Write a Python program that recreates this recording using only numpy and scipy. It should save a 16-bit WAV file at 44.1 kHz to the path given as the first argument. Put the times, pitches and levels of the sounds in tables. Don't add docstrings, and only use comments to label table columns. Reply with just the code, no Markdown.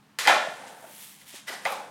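import sys
import numpy as np
from scipy import signal
from scipy.fft import rfft, irfft
from scipy.io import wavfile

SR = 44100
rng = np.random.default_rng(int(sys.argv[2]) if len(sys.argv) > 2 else 0)


def volts(x):
    e = np.asarray(x, float) / 20
    return 10 ** e


def store_pcm(level_fs):
    pcm = np.round(np.clip(level_fs, -1, 1) * 32767).astype(np.int16)
    wavfile.write(sys.argv[1], SR, np.atleast_2d(pcm).T)


N = 83790

# (frequency [Hz], density [dB per Hz])
HISS_COLOUR = [(240, -62), (400, -18.5), (446, -15), (528, -20.5), (879, -14.5), (1060, -14.5),
               (16000, -38.5)]
# (frequency [Hz], density [dB per Hz])
DRONE_COLOUR = [(15, -62), (30, -26), (97, -14), (146, -2), (178, -5), (211, 3), (237, -12), (282, -4),
                (400, -23), (520, -52), (880, -120)]
# (frequency [Hz], time to fall 60 dB [s])
GARAGE_DECAY = [(200, 0.42), (600, .75), (1200, 0.54), (2500, 0.54), (5000, 0.51), (9000, 0.54),
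                (14000, 0.17)]
# (time [s], level [dB], extra treble [dB])
SHUFFLE_MOVES = [(0.36, -54, -13), (0.508, -52, -10), (0.662, -55, -14), (0.674, -48.5, -13.5),
                 (0.76, -58, -3), (.86, -58, 3), (.93, -53, 6), (1.034, -49, 5), (1.13, -54, 4),
                 (1.188, -57, -1), (1.216, -55, 1), (1.252, -59.5, -2.5), (1.286, -48.5, 0.5),
                 (1.336, -48.5, -7), (1.358, -43, -5), (1.466, -59, -21), (1.47, -68, 12), (1.64, -66, 0),
                 (1.655, -49, 0), (1.7, -52, 3), (1.725, -51, 6), (1.76, -57, 0), (1.9, -66, -5)]
# (frequency [Hz], density [dB per Hz])
SHUFFLE_COLOUR = [(530, -29), (900, -14), (1390, -16.5), (1790, -9.5), (1950, -9.5), (3300, -7),
                  (4520, -11.5), (10800, -9), (16000, -14.5)]
# (time [s], level [dB])
SKID_LEVEL = [(.38, -70), (.41, -52), (.5, -56), (.6, -49), (.65, -52), (.75, -53.5), (.8, -57), (.85, -54),
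              (.92, -70), (1.02, -72), (1.1, -120), (1.46, -120), (1.49, -50), (1.53, -48), (1.6, -59),
              (1.68, -50), (1.72, -51), (1.8, -51), (1.9, -60)]
# (time [s], peak level [dB])
GRIT_FLICKS = [(.8115, -39), (1.6367, -32), (1.6775, -30), (1.7035, -23), (1.7068, -24), (1.712, -33),
               (1.7222, -19), (1.7245, -29), (1.727, -32), (1.733, -32), (1.852, -43)]
# (time [s], level [dB], pitch [Hz])
SOFT_BUMPS = [(.2785, -4, 827), (.2945, -8.5, 880), (.3015, -14, 800), (.3095, -16, 800),
              (.292, -17, 1500), (.3365, -20, 700), (.262, -24, 850), (.324, -12, 1600),
              (1.6227, -41, 9000), (1.6482, -33, 9100), (1.664, -18, 800), (1.4805, -32, 2030),
              (1.488, -33, 2020), (1.483, -35, 2950), (1.49, -36, 2500), (1.496, -36, 3050),
              (1.498, -34, 650), (1.511, -38, 1300), (1.525, -37, 1050), (1.535, -34, 720),
              (1.544, -35, 760), (1.483, -34, 2010), (0.48, -36, 166), (1.77, -36, 580),
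              (1.6535, -19, 1980), (1.216, -45.5, 1980), (.364, -14, 840), (.472, -20.5, 670),
              (.511, -33, 780), (.612, -42, 1120), (.635, -39, 800), (.648, -41, 1000), (.668, -41, 900),
              (.703, -41, 825), (.735, -42, 800), (.826, -38, 760), (.833, -43, 700), (.842, -32, 660),
              (0.847, -45, 1420), (.897, -41.5, 600), (1.338, -43, 600), (1.338, -43, 380),
              (1.339, -47, 220), (1.036, -50, 3300), (1.044, -49, 3500), (1.655, -20, 680),
              (1.803, -27, 810), (1.842, -34, 720), (1.724, -27, 780), (1.706, -29, 600), (1.5, -39, 380),
              (1.535, -40, 400), (1.495, -30, 2020), (1.66, -17, 2070)]
# (time [s], level [dB])
DRAG_LEVEL = [(.186, -50), (.19, -24.5), (.205, -39.5), (.25, -37), (.27, -59), (.3, -120), (1.45, -120),
              (1.465, -64), (1.472, -44.5), (1.485, -34), (1.5, -44), (1.54, -41.5), (1.58, -64),
              (1.64, -53), (1.7, -85)]
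# (frequency [Hz], density [dB per Hz])
BLADE_GRIT_COLOUR = [(240, -39), (400, -6), (636, -9), (1040, -4.5), (1840, 2.5), (3370, -2), (6540, -8),
                     (13500, -12.5), (16000, -26)]
# (time [s], level [dB])
BLADE_SING = [
    (.18, -14.5),
    (1.46, -13),
    (1.475, -4.5),
    (1.5, -1),
    (1.52, -9),
    (1.58, -12),
    (1.7, -14),
]
# (frequency [Hz], level [dB], time to fall 60 dB [s])
BOARD_MODES = [(187, -29, 0.12), (353, -34, 0.013), (540, -8, 0.063), (691, -3, 0.026), (752.5, -3.5, 0.04),
               (833.5, -4.5, 0.056), (880, -6.5, 0.053), (1167, -10, 0.029)]
# (frequency [Hz], level [dB], time to fall 60 dB [s])
BLADE_MODES = [(1423, 0, 0.017), (1530, -5, 0.011), (1782, 3, 0.014), (2100, 2.5, 0.013), (2180, -3, 0.022),
               (2740, 3.5, 0.0045), (2870, -0.5, .008), (3306, .5, 0.0055), (4120, -4, 0.011),
               (4960, -5.5, 0.011), (6360, -5, 0.0056)]
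# (time [s], board thud level [dB], blade knock level [dB], sharp tick level [dB])
CONTACTS = [(0.188, -34, -24, -7.5), (.2535, -36, -19, -28), (.2575, -35, -23, -36),
            (0.2637, -18, -22, -45), (.2737, -15, -8.5, -2.5), (0.2766, -11.5, -8, -50),
            (.2955, -13, -18, -30), (0.621, -44, -42, -60), (1.215, -56, -46.5, -48),
            (1.339, -50, -60, -56), (1.354, -53, -47, -33), (1.652, -19, -32.5, -45),
            (1.6528, -20, -20, -18), (1.665, -24.5, -53, -48), (1.704, -31, -70, -39),
            (1.7222, -28, -41, -21)]

HISS_DB, DRONE_DB = -63, -62.5
GARAGE_DB, GARAGE_SCRAPE_DB, FAR_TICK_DB = 5, -1, -1
FIRST_WALL_S, BUILD_S = 0.001, 0.002
FAR_LOW_HZ = 420
FAR_DAMPING = 0.3
SHUFFLE_GRAINS_PER_S, SHUFFLE_BRIGHT_HZ, SHUFFLE_DB = 9000, 9410, 3
SKID_BUMPS_PER_S, SKID_EDGE_DB = 750, -3
SKID_HISS_HZ, SKID_HISS_S, SKID_HISS_DB = 9000, 0.0025, -13
BUMP_RISE_S, BUMP_FALL_S = 0.002, 0.0036
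BUMP_PITCH_LAW = 0.35
DRAG_GRAINS_PER_S, DRAG_RING_HZ, DRAG_RING_S = 5400, 1994, 0.12
MODE_SPREAD_DB = 1.2
SOFT_ABOVE_HZ, SOFT_DULLING, SOFT_MOST_DB = 3000, 0.6, 22
MIC_LOW_HZ, MIC_HIGH_HZ = 190, 14600


def butter(x, order, hz, kind):
    return signal.sosfilt(signal.butter(order, hz, kind, fs=SR, output="sos"), x)


def rms_one(x):
    return x / np.sqrt(np.mean(x ** 2) + 1e-20)


def level(rows):
    s, db = np.transpose(rows)
    return volts(np.interp(np.arange(N) / SR, s, db, left=-120, right=-120))


def at_hz(points, hz):
    table_hz, values = np.transpose(points)
    return np.interp(np.log(hz), np.log(table_hz), values)


def colour(x, spectrum):
    hz = np.maximum(np.arange(N // 2 + 1) * SR / N, 1)
    return rms_one(irfft(rfft(x) * volts(at_hz(spectrum, hz)), N))


def ring(clicks, hz, t60):
    r = volts(-60 / (t60 * SR))
    w = 2 * np.pi * hz / SR
    return signal.lfilter([0, np.sin(w)], [1, -2 * r * np.cos(w), r * r], clicks + 1e-18)


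def grains(per_s, uneven_db):
    sizes = volts(uneven_db * np.minimum(rng.exponential(1, N), 5))
    signs = rng.choice([-1, 1], N)
    return sizes * signs * (rng.random(N) < per_s / SR)


def clicks_in_band(s, db, low_hz, high_hz, order):
    clicks = np.zeros(N)
    clicks[(np.array(s) * SR).astype(int)] = -2 * volts(db)
    return butter(clicks + 1e-18, order, [low_hz, high_hz], "band")


def preamp_noise():
    hiss = volts(HISS_DB) * colour(rng.standard_normal(N), HISS_COLOUR)
    drone = volts(DRONE_DB) * colour(rng.standard_normal(N), DRONE_COLOUR)
    return hiss + drone


def garage(x):
    t = np.arange(SR) / SR
    edges = 100 * 2 ** np.arange(0, 7.6, 0.5)
    tail = 0
    for low, high in zip(edges, edges[1:]):
        band = butter(rng.standard_normal(SR), 2, [low, high], "band")
        tail = tail + band * volts(-60 * t / at_hz(GARAGE_DECAY, np.sqrt(low * high)))
    tail = tail * (1 - np.exp(-np.maximum(t - FIRST_WALL_S, 0) / BUILD_S))
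    return signal.fftconvolve(x, tail / np.sqrt(np.sum(tail ** 2)))[:N]


def shuffle():
    rows = np.array(SHUFFLE_MOVES)
    grit = colour(grains(SHUFFLE_GRAINS_PER_S, uneven_db=2.5), SHUFFLE_COLOUR)
    high = signal.butter(2, SHUFFLE_BRIGHT_HZ, "high", fs=SR, output="sos")
    top = signal.sosfiltfilt(high, grit)
    body = grit - top
    return level(rows[:, :2]) * volts(SHUFFLE_DB) * (body + top * level(rows[:, ::2]))


def skid():
    knocks = grains(SKID_BUMPS_PER_S, uneven_db=2.0)
    low = sum(volts(db) * ring(knocks, hz, t60 / 2) for hz, db, t60 in BOARD_MODES[1:])
    edge = butter(knocks, 2, [950, 1700], "band")
    hiss = rms_one(ring(rng.standard_normal(N), SKID_HISS_HZ, SKID_HISS_S))
    mix = rms_one(low) + volts(SKID_EDGE_DB) * rms_one(edge) + volts(SKID_HISS_DB) * hiss
    return level(SKID_LEVEL) * mix


def flicks():
    s, db = np.transpose(GRIT_FLICKS)
    return clicks_in_band(s, db, 7500, 12500, order=2)


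def bumps():
    out = 0
    for s, db, hz in SOFT_BUMPS:
        t = np.maximum(np.arange(N) / SR - s, 0)
        age = t * (hz / 800) ** BUMP_PITCH_LAW
        swell = (1 - np.exp(-age / BUMP_RISE_S)) * np.exp(-age / BUMP_FALL_S)
        out = out + 2 * volts(db) * swell * np.sin(2 * np.pi * hz * t)
    return out


def drag():
    grit = grains(DRAG_GRAINS_PER_S, uneven_db=1.5)
    song = level(BLADE_SING) * rms_one(ring(grit, DRAG_RING_HZ, DRAG_RING_S))
    return level(DRAG_LEVEL) * (colour(grit, BLADE_GRIT_COLOUR) + song)


def ticks():
    rows = np.array(CONTACTS)
    return 1.28 * clicks_in_band(rows[:, 0], rows[:, -1], 1980, 6680, order=1)


def struck(modes, column, share=1):
    rows = np.array(CONTACTS)
    at = (rows[:, 0] * SR).astype(int)
    spread_db = MODE_SPREAD_DB * rng.standard_normal((len(rows), len(modes)))
    dull = SOFT_DULLING * np.clip(rows[:, column] - rows[:, -1], 0, SOFT_MOST_DB)
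    out = 0
    for k, (hz, db, t60) in enumerate(modes):
        octaves_above = max(np.log2(hz / SOFT_ABOVE_HZ), 0)
        clicks = np.zeros(N)
        clicks[at] = volts(rows[:, column] + db - 3.5 - dull * octaves_above + spread_db[:, k])
        out = out + ring(clicks, hz, t60 * share) * (-1) ** k / np.sqrt(share)
    return out


def scene():
    scrapes = drag() + skid()
    near = struck(BOARD_MODES, column=1) + struck(BLADE_MODES, column=2) + ticks()
    far_board = butter(struck(BOARD_MODES[2:], column=1, share=2 * FAR_DAMPING), 2, FAR_LOW_HZ, "high")
    far_blade = struck(BLADE_MODES[:8], column=2, share=FAR_DAMPING)
    wet = garage(volts(GARAGE_DB) * far_board + volts(GARAGE_SCRAPE_DB) * scrapes)
    wet = wet + garage(volts(GARAGE_DB) * far_blade)
    wet = wet + garage(volts(GARAGE_DB + FAR_TICK_DB) * ticks())
    return (near + bumps() + flicks() + scrapes + wet + shuffle())[None]


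def roll_off(x):
    return signal.sosfilt(signal.butter(12, 16550, fs=SR, output="sos"), x)


def record(dry):
    rounded = np.tanh(dry)
    thin = butter(rounded, 3, MIC_LOW_HZ, "high")
    thin = butter(thin, 1, MIC_HIGH_HZ, "low")
    return roll_off(thin + preamp_noise())


dry = scene()
out = record(dry)
store_pcm(out)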